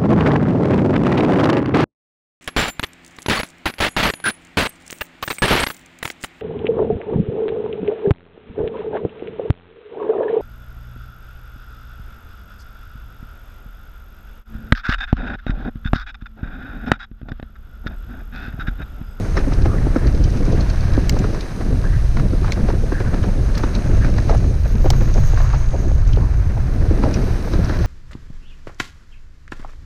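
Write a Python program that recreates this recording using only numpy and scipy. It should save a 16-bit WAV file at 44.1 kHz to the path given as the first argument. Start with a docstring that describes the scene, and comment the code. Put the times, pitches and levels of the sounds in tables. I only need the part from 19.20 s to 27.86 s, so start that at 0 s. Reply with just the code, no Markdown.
"""Wind rumbles, buffets and slaps on a chest-worn microphone as a mountain bike coasts down a dirt trail.
Low thuds, from wind slaps or bumps, fall in pitch with hollow knocks. Tyres crunch over grit, and hoarse,
breath-like whirs swell and fade. Freehub pawls buzz, chain and cables tick, metal pings, and three hard
snaps and two faint ones ring out. The brakes hiss lightly. A limiter holds the gusts down."""
import sys
import numpy as np
from scipy import signal
from scipy.fft import rfft, irfft, next_fast_len
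from scipy.io import wavfile
from scipy.ndimage import uniform_filter1d, minimum_filter1d

SR = 44100
rng = np.random.default_rng(int(sys.argv[2]) if len(sys.argv) > 2 else 0)


def generate_wav(sig):
    """Save sig (samples, or channels by samples) to the path in sys.argv[1] as 16-bit PCM at SR."""
    pcm = np.round(np.clip(np.atleast_2d(sig).T, -1, 1) * 32767).astype(np.int16)
    wavfile.write(sys.argv[1], SR, pcm)


N = 381906

# air speed as rumble, turbulence as buffeting: t/s, relative level/dB
AIR_SPEED = [(0, -25.5), (.17, -16), (.36, -16), (.42, -12.5), (.58, -16), (.67, -15), (.81, -19),
             (.89, -13), (1.16, -16.5), (1.26, -14), (1.58, -16.5), (1.76, -15), (1.82, -17), (1.93, -15.5),
             (2.18, -22), (2.29, -27), (2.38, -30), (2.41, -24), (2.53, -13), (2.63, -20), (2.78, -12.5),
             (2.98, -16.5), (3.06, -16), (3.27, -17.5), (3.32, -23), (3.41, -15.5), (3.8, -18), (4.15, -16),
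             (4.25, -14.5), (4.45, -18), (4.66, -18), (4.72, -10.5), (4.83, -14), (4.89, -15), (4.95, -14),
             (5.04, -19), (5.09, -11), (5.49, -17.5), (5.54, -14), (5.68, -11), (5.83, -12), (5.99, -10.5),
             (6.24, -12.5), (6.31, -15.5), (6.5, -14.5), (6.56, -19), (6.73, -12.5), (6.9, -12.5),
             (6.97, -17), (7.04, -14), (7.17, -16.5), (7.25, -15), (7.33, -17), (7.52, -16.5),
             (7.64, -12.5), (7.98, -18), (8.13, -14.5), (8.21, -26), (8.38, -15), (8.5, -21.5),
             (8.64, -15.5)]
TURBULENCE = [(0.0, -24.5), (0.12, -33.5), (0.24, -26), (1.12, -27.5), (1.36, -21.5), (1.52, -33),
              (1.7, -32), (2.0, -22), (2.32, -35), (2.48, -25), (2.64, -33), (2.9, -39), (3.0, -22.5),
              (3.1, -31.5), (3.32, -28), (3.42, -24.5), (3.75, -31.5), (3.92, -25.5), (4.4, -30),
              (4.88, -25.5), (5.08, -29.5), (5.3, -27), (5.42, -37), (5.58, -30), (5.8, -29), (6.2, -40),
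              (6.48, -35.5), (6.66, -26.5), (6.84, -38), (7.0, -25.5), (7.14, -40.5), (7.52, -30),
              (7.8, -25.5), (8.0, -25), (8.22, -31), (8.36, -27.5), (8.65, -26.5)]
# large and small eddies: f/Hz, density/dB
RUMBLE_SPECTRUM = [(12, -0.5), (22, 4), (45, 0.5), (70, -3), (95, -5), (122, -6.5), (142, -12.5),
                   (170, -19.5), (300, -105)]
BUFFET_SPECTRUM = [(120, -8), (165, 3), (250, -2.5), (380, -7.5), (520, -13.5), (750, -22), (1200, -48)]

def wind(rumble_trim_db=2, buffet_trim_db=1):
    """Large eddies rock the diaphragm; small ones tear off in quick puffs."""
    eddies = rng.standard_normal(N) * from_db(2.5 * drift(rate_hz=21))
    rumble = even(colour(eddies, RUMBLE_SPECTRUM), span_s=0.049)
    puffs = rng.standard_normal(N) * from_db(3 * drift(rate_hz=35))
    buffet = even(colour(puffs, BUFFET_SPECTRUM), span_s=0.065)
    rumble_db = curve(AIR_SPEED) + rumble_trim_db + 1.2 * drift(rate_hz=8.4)
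    buffet_db = curve(TURBULENCE) + buffet_trim_db + 1.5 * drift(rate_hz=8.6)
    return from_db(rumble_db) * rumble + from_db(buffet_db) * buffet


# single eddies: centre t/s, peak level/dB, f/Hz
SLAPS = [(.28, -13, 273), (0.944, -20.5, 210), (1.971, -17.5, 231), (2.53, -16.5, 248), (2.552, -21, 245),
         (2.975, -17.5, 234), (3.056, -14.5, 194), (3.4, -13, 210), (3.538, -16.5, 327), (3.81, -24.5, 266),
         (4.088, -12, 187), (4.578, -14, 206), (4.705, -14.5, 184), (4.89, -20, 231), (5.555, -16, 208),
         (5.819, -14.5, 202), (5.984, -13, 222), (8.397, -12.5, 182.6)]

def slaps(length_s=0.032, tear_hz=450, tear_db=-13):
    """An eddy hits the microphone port; the air in it swings a few times, with a tearing edge."""
    out, swell = np.zeros(N), np.hanning(int(length_s * SR))
    t = np.arange(len(swell)) / SR
    for s, db, hz in SLAPS:
        swing = np.sin(2 * np.pi * (hz * t + rng.random()))
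        tear = rms_one(resonate_twice(rng.standard_normal(SR // 5), tear_hz, width_hz=260))[-len(t):]
        add(out, s - length_s / 2, peak_at(swell * (swing + from_db(tear_db) * tear), db))
    return out


# gusts: centre t/s, half-length/s, level/dB, top f/Hz
GUSTS = [(1.331, 0.041, -22, 428), (3.453, 0.015, -36, 390), (3.639, 0.015, -24, 414),
         (4.191, 0.014, -29, 453), (5.125, 0.067, -27, 650), (5.316, 0.022, -34, 530),
         (6.548, .026, -24, 544), (6.645, .04, -37.5, 640), (6.716, 0.011, -29, 523),
         (6.99, 0.026, -31, 510), (5.972, 0.028, -27, 646), (7.375, .018, -31.5, 757),
         (7.858, 0.039, -21, 561), (8.02, 0.022, -33, 428)]

def gusts(lift_octaves=0.585):
    """A gust tears at the port: a short roar whose pitch follows its strength."""
    out, roar = np.zeros(N), hoarse(rng.standard_normal(N), width_hz=380)
    for s, half_s, db, hz in GUSTS:
        swell = np.hanning(int(2 * half_s * SR))
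        span = (int(s * SR) + np.arange(len(swell))) % N
        pitch_hz = hz * 2 ** (lift_octaves * (swell - 1))
        add(out, s - half_s, from_db(db) * swell * on_pitch(roar[span], pitch_hz))
    return out


# low thuds with hollow knocks: t/s, thud level/dB, final thud f/Hz, knock level/dB, knock f/Hz
THUDS = [(.169, -19.5, 328, -14.5, 1300), (0.176, -26, 318, -14.5, 1500), (0.184, -18.5, 320, -20.5, 1160),
         (.32, -17.5, 290, -23, 1180), (.457, -13, 306, -16.5, 1030), (0.54, -17.5, 337, -42, 1310),
         (0.666, -12.5, 277, -23, 850), (.753, -26, 453, -29, 800), (.76, -5.5, 253, -18, 1360),
         (0.857, -15.5, 287, -28, 900), (1.776, -6.5, 240, -21, 970), (1.965, -35, 302, -20, 930),
         (2.041, -24, 360, -18.5, 1340), (2.147, -22, 305, -20, 1400), (2.41, -39, 300, -22.5, 1000),
         (2.639, -31, 303, -26.5, 1350), (2.97, -39, 303, -19, 1300), (2.997, -24, 296, -19.5, 1190),
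         (3.132, -13, 266, -27, 900), (3.244, -32, 300, -20.5, 1070), (3.28, -37, 300, -21, 1300),
         (3.487, -16, 372, -16.5, 1040), (3.501, -23, 325, -18.5, 1320), (3.72, -13, 295, -18.5, 1250),
         (3.803, -17, 348, -20, 1260), (3.94, -32, 304, -17.5, 1250), (4.039, -24, 380, -17.5, 1250),
         (4.047, -31, 345, -24, 860), (4.373, -38, 300, -24, 1530), (4.436, -12.5, 272, -13.5, 1020),
         (4.847, -28, 300, -18, 1750), (4.983, -39, 298, -20, 1350), (5.095, -30, 523, -9, 950),
         (5.105, -13.5, 400, -18, 900), (5.148, -30, 490, -18, 796), (5.243, -23, 470, -41, 800),
         (5.457, -32, 475, -21.5, 750), (5.643, -17, 470, -27, 650), (5.654, -10, 312, -26, 590),
         (5.66, -13.5, 488, -14.5, 740), (5.734, -36, 300, -20.5, 1370), (5.812, -24, 300, -18, 1110),
         (5.876, -44, 300, -28, 1160), (5.958, -21, 400, -24, 674), (5.979, -18.5, 452, -16, 760),
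         (6.036, -39, 300, -26, 1150), (6.134, -22.5, 296, -23, 750), (6.17, -37, 300, -25.5, 1000),
         (6.174, -39, 300, -16.5, 1200), (6.203, -41, 300, -17.5, 1250), (6.302, -45, 300, -21, 1150),
         (6.333, -34, 302, -18, 955), (6.344, -40, 295, -17, 1110), (6.971, -19, 430, -28, 720),
         (7.709, -11, 292, -23, 715), (7.836, -9.5, 238, -12.5, 1020), (7.872, -11, 282, -34, 700),
         (8.273, -22, 400, -27, 835), (8.336, -14, 282, -18, 1090), (8.494, -18.5, 306, -18.5, 1490)]

def thuds(start_ratio=3.36, fall_s=0.001513, rise_s=0.0044, scuff_db=-10):
    """Low thuds, from wind slaps or bumps, swell and fall in pitch, each with a hollow knock."""
    out, t = np.zeros(N), np.arange(SR // 10) / SR
    swell = (t / rise_s * np.exp(1 - t / rise_s)) ** 2
    for s, thud_db, thud_hz, knock_db, knock_hz in THUDS:
        pitch_hz = thud_hz * (1 + (start_ratio - 1) * np.exp(-t / fall_s))
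        thud = np.sin(2 * np.pi * (np.cumsum(pitch_hz) / SR + rng.random())) * swell
        scuff = resonate(resonate(burst(t60_s=0.063), hz=423, width_hz=320), hz=506, width_hz=83)
        add(out, s, peak_at(thud, thud_db) + peak_at(scuff, thud_db + scuff_db))
        add(out, s, knock(knock_hz, knock_db))
    return out


def jolts(trim_db, db_per_octave=5.5, reference_hz=1150):
    """Shake from each knock as (t/s, level/dB); hard, high ones stir up more than dull ones."""
    return [(s, db + trim_db + db_per_octave * np.log2(hz / reference_hz)) for s, _, _, db, hz in THUDS]


# hollow frame: f/Hz, level/dB
FRAME_MODES = [(570, -0.5), (720, 4), (920, -1.5), (1160, -4), (1400, -2.5), (1610, -3.5), (1830, -5),
               (2100, -10.5)]

def knock(hz, db, t60_s=0.011, focus_db=14, uneven_db=2.5, detune=0.036, gap_s=0.004, loss_db=9):
    """A contact and two uneven bounces strike the frame's damped modes, most of all those near hz."""
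    out, t = np.zeros(SR // 5), np.arange(SR // 25) / SR
    mode_hz, mode_db = np.transpose(FRAME_MODES)
    focused_db = mode_db - focus_db * np.log2(mode_hz / hz) ** 2
    count = len(mode_hz)
    for bounce in range(3):
        gains = from_db(focused_db + uneven_db * rng.standard_normal(count))
        pitches_hz = mode_hz * (1 + detune * rng.standard_normal(count))
        body = (gains * rng.choice([-1, 1], count)) @ np.sin(2 * np.pi * np.outer(pitches_hz, t))
        contact = (t == 0) + 0.28 * np.tanh(burst(t60_s=0.018)[:len(t)])  # impulse plus rattle
        hit = signal.fftconvolve(body * from_db(-60 * t / t60_s), contact)
        add(out, gap_s * bounce * rng.uniform(0.76, 1.1), peak_at(hit, db - loss_db * bounce))
    return out


# tyre grip as crunch between knocks: t/s, relative level/dB
GRIP = [(0.0, -38), (0.84, -36.5), (1.04, -40), (1.36, -35.5), (3.16, -41.5), (3.28, -34.5), (3.64, -41),
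        (3.84, -36), (4.2, -40.5), (4.36, -35), (5.16, -38.5), (5.32, -42), (6.32, -37), (6.48, -40.5),
        (7.52, -39.5), (7.92, -34), (8.24, -37.5), (8.65, -32.5)]
# crunch: f/Hz, density/dB
TYRE_SPECTRUM = [(300, 3), (620, 7), (850, 1), (1150, 1), (1650, 1), (2100, -5.5), (2700, -12),
                 (3400, -21.5), (6000, -21.5)]

def tyres(trim_db=0.5, dust_gain=0.97, patchy_db=2):
    """Knobs crush patches of grit over a scrub of dust, louder around each jolt."""
    level_db = stirred(curve(GRIP) + trim_db, jolts(trim_db=-18), attack_s=0.009, release_s=0.034)
    grit = grains(per_s=1200, spread_db=0) + dust_gain * rng.standard_normal(N)
    level_db -= 0.13 * drift(rate_hz=10)
    crunch = colour(grit * from_db(patchy_db * drift(rate_hz=27)), TYRE_SPECTRUM)
    return from_db(level_db) * even(crunch, span_s=0.086)


# breath-like whirs: centre t/s, half-length/s, level/dB, f/Hz, rise/(octaves/s)
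WHIRS = [(0.513, 0.068, -37, 1280, 1.5), (0.581, 0.018, -37.5, 1900, 0), (0.821, 0.096, -41.5, 1720, 0),
         (1.735, 0.2, -41, 1680, 0), (2.665, 0.038, -38, 1600, 0.14), (2.735, 0.06, -40, 1640, 0.26),
         (2.76, .13, -44.5, 1863, 0.1), (3.768, 0.06, -35, 1680, 0.14), (3.9, 0.09, -40, 1570, 0.11),
         (4.826, 0.029, -34, 1660, 0.29), (6.244, 0.22, -41.5, 1078, 0.17), (7.025, 0.052, -35, 1050, 1.86),
         (8.522, 0.077, -37, 1600, 0.19)]

def whirs(waver=0.025, rasp_db=3):
    """Hoarse, wavering, breath-like whirs swell and fade."""
    out = np.zeros(N)
    rasp = hoarse(grains(per_s=900, spread_db=2), width_hz=280) * from_db(rasp_db * drift(rate_hz=50))
    bend = 1 + waver * drift(rate_hz=9.1)
    for s, half_s, db, hz, octaves_per_s in WHIRS:
        swell = np.hanning(int(2 * half_s * SR))
        steps = np.arange(len(swell))
        span = (int(s * SR) + steps) % N
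        pitch_hz = hz * bend[span] * 2 ** (octaves_per_s * (steps / SR - half_s))
        add(out, s - half_s, from_db(db) * swell * on_pitch(rasp[span], pitch_hz))
    return out


# metal snaps: t/s, rms level/dB, t60/s, knock level/dB, contact cut-off f/Hz, crack f/Hz
SNAPS = [(1.8943, -24, .013, -32, 12000, 13200), (1.988, -42, .02, -45, 12000, 7000),
         (3.3208, -26.5, .013, -30, 3200, 7400), (4.378, -39, .03, -40, 12000, 13000),
         (5.7029, -23.5, .017, -12.5, 9500, 8800)]
# snapping metal: f/Hz, width/Hz, level/dB
METAL_MODES = [(2000, 600, 22), (4110, 630, 21.5), (5400, 1330, 19.5), (7670, 660, 12), (13800, 1100, 11)]

def snaps(crack_db=9, rms_span_s=0.015):
    """Hard contacts ring the metal for a few milliseconds and jolt the frame."""
    out = np.zeros(N)
    for s, db, t60_s, knock_db, cutoff_hz, crack_hz in SNAPS:
        blow = butter(np.tanh(burst(t60_s)), cutoff_hz, order=1)  # tanh: first contacts equally hard
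        ring = sum((-1) ** k * from_db(mode_db) * resonate_twice(blow, hz, 2 * width_hz)
                   for k, (hz, width_hz, mode_db) in enumerate(METAL_MODES))
        crack = resonate_twice(np.tanh(burst(t60_s)), crack_hz, width_hz=3000)
        crack = from_db(crack_db) * butter(crack, cutoff_hz, order=1)
        snap = butter(ring + crack, hz=2000, order=6, kind="high")
        add(out, s, from_db(db) * snap / np.std(snap[:int(rms_span_s * SR)]))
        add(out, s, knock(hz=950, db=knock_db))
    return out


# chain and cable touches: t/s, peak level before low-pass/dB, f/Hz
TICKS = [(0.172, -37, 5260), (0.182, -42, 4700), (0.335, -25.5, 5270), (.422, -28.5, 4130),
         (0.87, -26, 4300), (0.948, -31, 3950), (1.04, -24.5, 5170), (1.044, -30, 3100), (1.102, -31, 5570),
         (1.172, -31, 5700), (1.253, -28.5, 5760), (1.323, -30, 4660), (1.408, -23.5, 4300),
         (1.498, -26, 4370), (1.535, -39, 3700), (1.607, -29, 4450), (1.735, -27, 2870), (1.902, -29, 5600),
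         (1.989, -29, 6040), (2.147, -34, 6000), (2.208, -24, 4000), (3.262, -33, 2700), (4.03, -33, 3000),
         (3.331, -26, 4270), (4.353, -25, 4250), (4.379, -23, 4800), (4.439, -34, 3650),
         (4.551, -20.5, 4160), (4.982, -25, 4600), (5.177, -28, 5470), (5.821, -34, 5900),
         (5.94, -27, 5100), (6.875, -29, 6360), (6.932, -27, 2940), (6.962, -35, 2800), (7.837, -39, 4370),
         (7.94, -21.5, 5500), (7.942, -25, 2500), (8.319, -30, 5200), (8.335, -26, 3950),
         (8.446, -26.5, 5430), (8.493, -29, 2900)]

def ticks(width_hz=2800, ring_db=4):
    """Chain and cables tap the frame: a dry crack with a brief ring."""
    out = np.zeros(N)
    for s, db, hz in TICKS:
        crack = resonate(resonate(burst(t60_s=0.024), hz, width_hz), hz, 2 * width_hz)
        ring = from_db(ring_db) * resonate(crack, hz, width_hz=300)
        add(out, s, peak_at(crack + ring, db))
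    return butter(out, hz=6800, order=6)


# flicked spokes and levers: t/s, peak level/dB, f/Hz
PINGS = [(0.171, -29, 5380), (3.308, -33, 4000), (5.147, -44, 10200), (6.933, -35, 3140),
         (7.942, -29, 5820), (1.99, -39.5, 7100)]

def pings(t60_s=0.049):
    """Thin metal rings briefly on one clear note."""
    out, t = np.zeros(N), np.arange(SR // 10) / SR
    for s, db, hz in PINGS:
        add(out, s, from_db(db - 60 * t / t60_s) * np.sin(2 * np.pi * hz * t))
    return out


# coasting freehub and chain: t/s, relative level/dB
COAST = [(0.0, -49), (0.67, -51.5), (1.21, -45.5), (1.98, -44), (2.39, -48.5), (4.24, -49), (4.94, -44),
         (5.35, -48.5), (6.15, -43.5), (6.51, -48.5), (7.35, -52.5), (8.01, -44), (8.32, -46.5),
         (8.66, -41)]
# their buzz: f/Hz, density/dB
HUB_SPECTRUM = [(2400, 5.5), (3300, -3), (3650, -1), (3950, 5), (4400, 2), (5600, 0.5), (6400, 1.5),
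                (7200, -40), (8500, -23), (11000, -35), (15000, -27)]

def drivetrain(trim_db=-1, pawls_per_s=290, pawl_gain=0.15, jiggle_db=-16):
    """Pawls skip over the ratchet and chain links jiggle, louder around each tick and jolt."""
    shakes = [(s, db + jiggle_db) for s, db, _ in TICKS] + jolts(trim_db=-25)
    level_db = stirred(curve(COAST) + trim_db, shakes, attack_s=0.008, release_s=0.018)
    skips = pulses(pawls_per_s * (1 + 0.074 * drift(rate_hz=1.9)))
    pawls = rms_one(skips * from_db(0.87 * drift(rate_hz=150)))
    jiggle = signal.fftconvolve(grains(per_s=110, spread_db=6), burst(t60_s=0.016))[:N]
    links = rms_one(jiggle * rng.standard_normal(N))
    buzz = pawl_gain * pawls + links + rng.standard_normal(N)
    return from_db(level_db) * even(colour(buzz, HUB_SPECTRUM), span_s=0.017)


# pad drag on the discs: t/s, level/dB
DRAG = [(0, -52.5), (.4, -68), (4.0, -59.5), (5.0, -54), (5.4, -55.5), (6.12, -46.5), (6.5, -53.5),
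        (7.2, -61), (8.66, -90)]
# spans of high sizzle, the middle one only faint background hiss: on t/s, off t/s, level/dB
SIZZLES = [(5.34, 6.22, -59), (6.2, 7.8, -71), (7.85, 8.7, -63)]
# disc ring, high sizzle: f/Hz, density/dB
DISC_SPECTRUM = [(4500, -22), (5900, 10.5), (6600, 15), (7400, -9), (8900, 3.5), (10000, -32)]
SIZZLE_SPECTRUM = [(10800, -35), (12200, -5), (13400, -8), (15000, -22)]

def brakes(holes_per_s=420, hole_gain=0.26, rise_s=0.15, fall_s=0.09, ring_db=-5, hz_per_db=28):
    """Disc holes rasp past the pads; discs ring higher with more drag; a high sizzle comes and goes."""
    t, drag_db = np.arange(N) / SR, curve(DRAG)
    passes = pulses(holes_per_s * (1 + 0.11 * drift(rate_hz=4.7)))
    holes = rms_one(passes * rng.standard_normal(N))
    rasp = (hole_gain * holes + rng.standard_normal(N)) * from_db(2 * drift(rate_hz=7.1))
    ring_hz = 6450 + hz_per_db * (drag_db + 51)
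    ring = on_pitch(hoarse(rasp, width_hz=400), ring_hz)
    discs = colour(rasp, DISC_SPECTRUM) + from_db(ring_db) * ring
    sizzle_gain = sum(from_db(db) * np.interp(t, [on, on + rise_s, off, off + fall_s], [0, 1, 1, 0])
                      for on, off, db in SIZZLES)
    sizzle = colour(rasp * from_db(4 * drift(rate_hz=90)), SIZZLE_SPECTRUM)
    return from_db(drag_db) * discs + sizzle_gain * sizzle


# passing air: t/s, level/dB
RUSH_LEVEL = [(0, -51.5), (3, -51), (5.1, -51.5), (5.75, -56.5), (6.6, -58.5), (7.3, -57), (8.0, -50.5),
              (8.66, -52.5)]
# its hiss: f/Hz, density/dB
RUSH_SPECTRUM = [(3000, 7.5), (6300, 8), (7500, -0.5), (8600, 6.5), (10200, 3), (11500, -2.5),
                 (13000, -2.5), (15000, -14)]

def rush():
    """Passing air hisses, thin and smooth."""
    return from_db(curve(RUSH_LEVEL)) * colour(rng.standard_normal(N), RUSH_SPECTRUM)


def from_db(db):
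    """Decibels to gain."""
    return 10 ** (np.asarray(db) / 20)


def rms_one(x):
    """Scale to unit power."""
    return x / np.sqrt(np.mean(x ** 2) + 1e-20)


def peak_at(x, db):
    """Scale to a peak level."""
    return from_db(db) * x / np.abs(x).max()


def curve(rows):
    """Interpolate (t/s, value) rows at every sample."""
    return np.interp(np.arange(N) / SR, *np.transpose(rows))


def add(out, s, sound):
    """Mix a sound in at time s."""
    at = max(0, int(s * SR))
    out[at:at + len(sound)] += sound[:max(0, N - at)]


def stirred(steady_db, events, attack_s, release_s):
    """Steady level plus a surge around each (t/s, level/dB) event, in dB."""
    power, t = np.zeros(N), np.arange(-SR // 8, SR // 3) / SR
    surge = np.exp(-2 * np.abs(t) / np.where(t < 0, attack_s, release_s))
    for s, db in events:
        add(power, s + t[0], from_db(db) ** 2 * surge)
    return 10 * np.log10(from_db(steady_db) ** 2 + power)


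def drift(rate_hz, hop=40, warm_up=2000):
    """Smooth random wander, unit spread."""
    pole = np.exp(-2 * np.pi * rate_hz * hop / SR)
    noise = rng.standard_normal(N // hop + warm_up + 2)
    slow = signal.lfilter([1], [1, -2 * pole, pole * pole], noise)[warm_up:]
    return np.interp(np.arange(N) / hop, np.arange(len(slow)), rms_one(slow))


def pulses(per_s):
    """One click per cycle of a varying rate."""
    return np.diff(np.floor(np.cumsum(per_s) / SR), prepend=0)


def grains(per_s, spread_db):
    """Randomly timed clicks; spread_db makes a few much larger."""
    sizes = from_db(spread_db * np.minimum(rng.exponential(1, N), 4)) * rng.choice([-1, 1], N)
    return rms_one(sizes * (rng.random(N) < per_s / SR))


def burst(t60_s):
    """A dying flurry of tiny contacts."""
    t = np.arange(SR // 10) / SR
    return rng.standard_normal(len(t)) * from_db(-60 * t / t60_s)


def colour(x, spectrum):
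    """Apply a spectrum, falling 20 dB/octave past its ends; unit power."""
    hz, db = np.transpose(spectrum)
    size = next_fast_len(N)
    bin_hz = np.maximum(np.arange(size // 2 + 1) * SR / size, 1)
    octaves_outside = np.abs(np.log2(bin_hz / np.clip(bin_hz, hz[0], hz[-1])))
    gain = from_db(np.interp(np.log(bin_hz), np.log(hz), db) - 20 * octaves_outside)
    return rms_one(irfft(rfft(x, size) * gain, size)[:N])


def even(x, span_s):
    """Hold power steady over spans longer than span_s."""
    size = int(span_s * SR)
    power = uniform_filter1d(uniform_filter1d(x * x, size), size)
    return x / np.sqrt(np.abs(power) + 1e-9)


def butter(x, hz, order, kind="low"):
    """Low- or high-pass with a flat passband."""
    return signal.sosfilt(signal.butter(order, hz, kind, fs=SR, output="sos"), x)


def resonate(x, hz, width_hz):
    """Resonance with unit peak gain."""
    r = np.exp(-np.pi * width_hz / SR)
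    feedback = [1, -2 * r * np.cos(2 * np.pi * hz / SR), r * r]
    return signal.lfilter(np.array([1, 0, -1]) * (1 - r * r) / 2, feedback, x)


def resonate_twice(x, hz, width_hz):
    """Two equal resonances in series."""
    return resonate(resonate(x, hz, width_hz), hz, width_hz)


def hoarse(source, width_hz):
    """Rough narrowband ringing around 0 Hz, for on_pitch."""
    return butter(source * np.exp(2j * np.pi * rng.random(len(source))), width_hz / 2, order=2)


def on_pitch(ringing, hz):
    """Shift a ringing onto a pitch curve; unit power."""
    return rms_one(np.real(ringing * np.exp(2j * np.pi * np.cumsum(hz) / SR)))


def scene():
    """Wind on the microphone and the ride just below it, in open air; mono."""
    ride = tyres() + whirs() + drivetrain() + thuds() + ticks() + pings() + snaps() + brakes()
    air = wind() + gusts() + slaps() + rush()
    return (air + ride)[None]


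def record(dry, ceiling=0.6, hold_s=0.0044, cutoff_hz=15400):
    """A fast limiter rides the low swings; a steep low-pass cuts the top."""
    hold = int(hold_s * SR)
    swing = np.abs(uniform_filter1d(dry, size=64))
    gain = ceiling / np.maximum(swing, ceiling)
    gain = uniform_filter1d(minimum_filter1d(gain, hold), hold)
    return signal.sosfilt(signal.ellip(12, 0.1, 90, cutoff_hz, fs=SR, output="sos"), dry * gain)


dry = scene()
out = record(dry)
generate_wav(out)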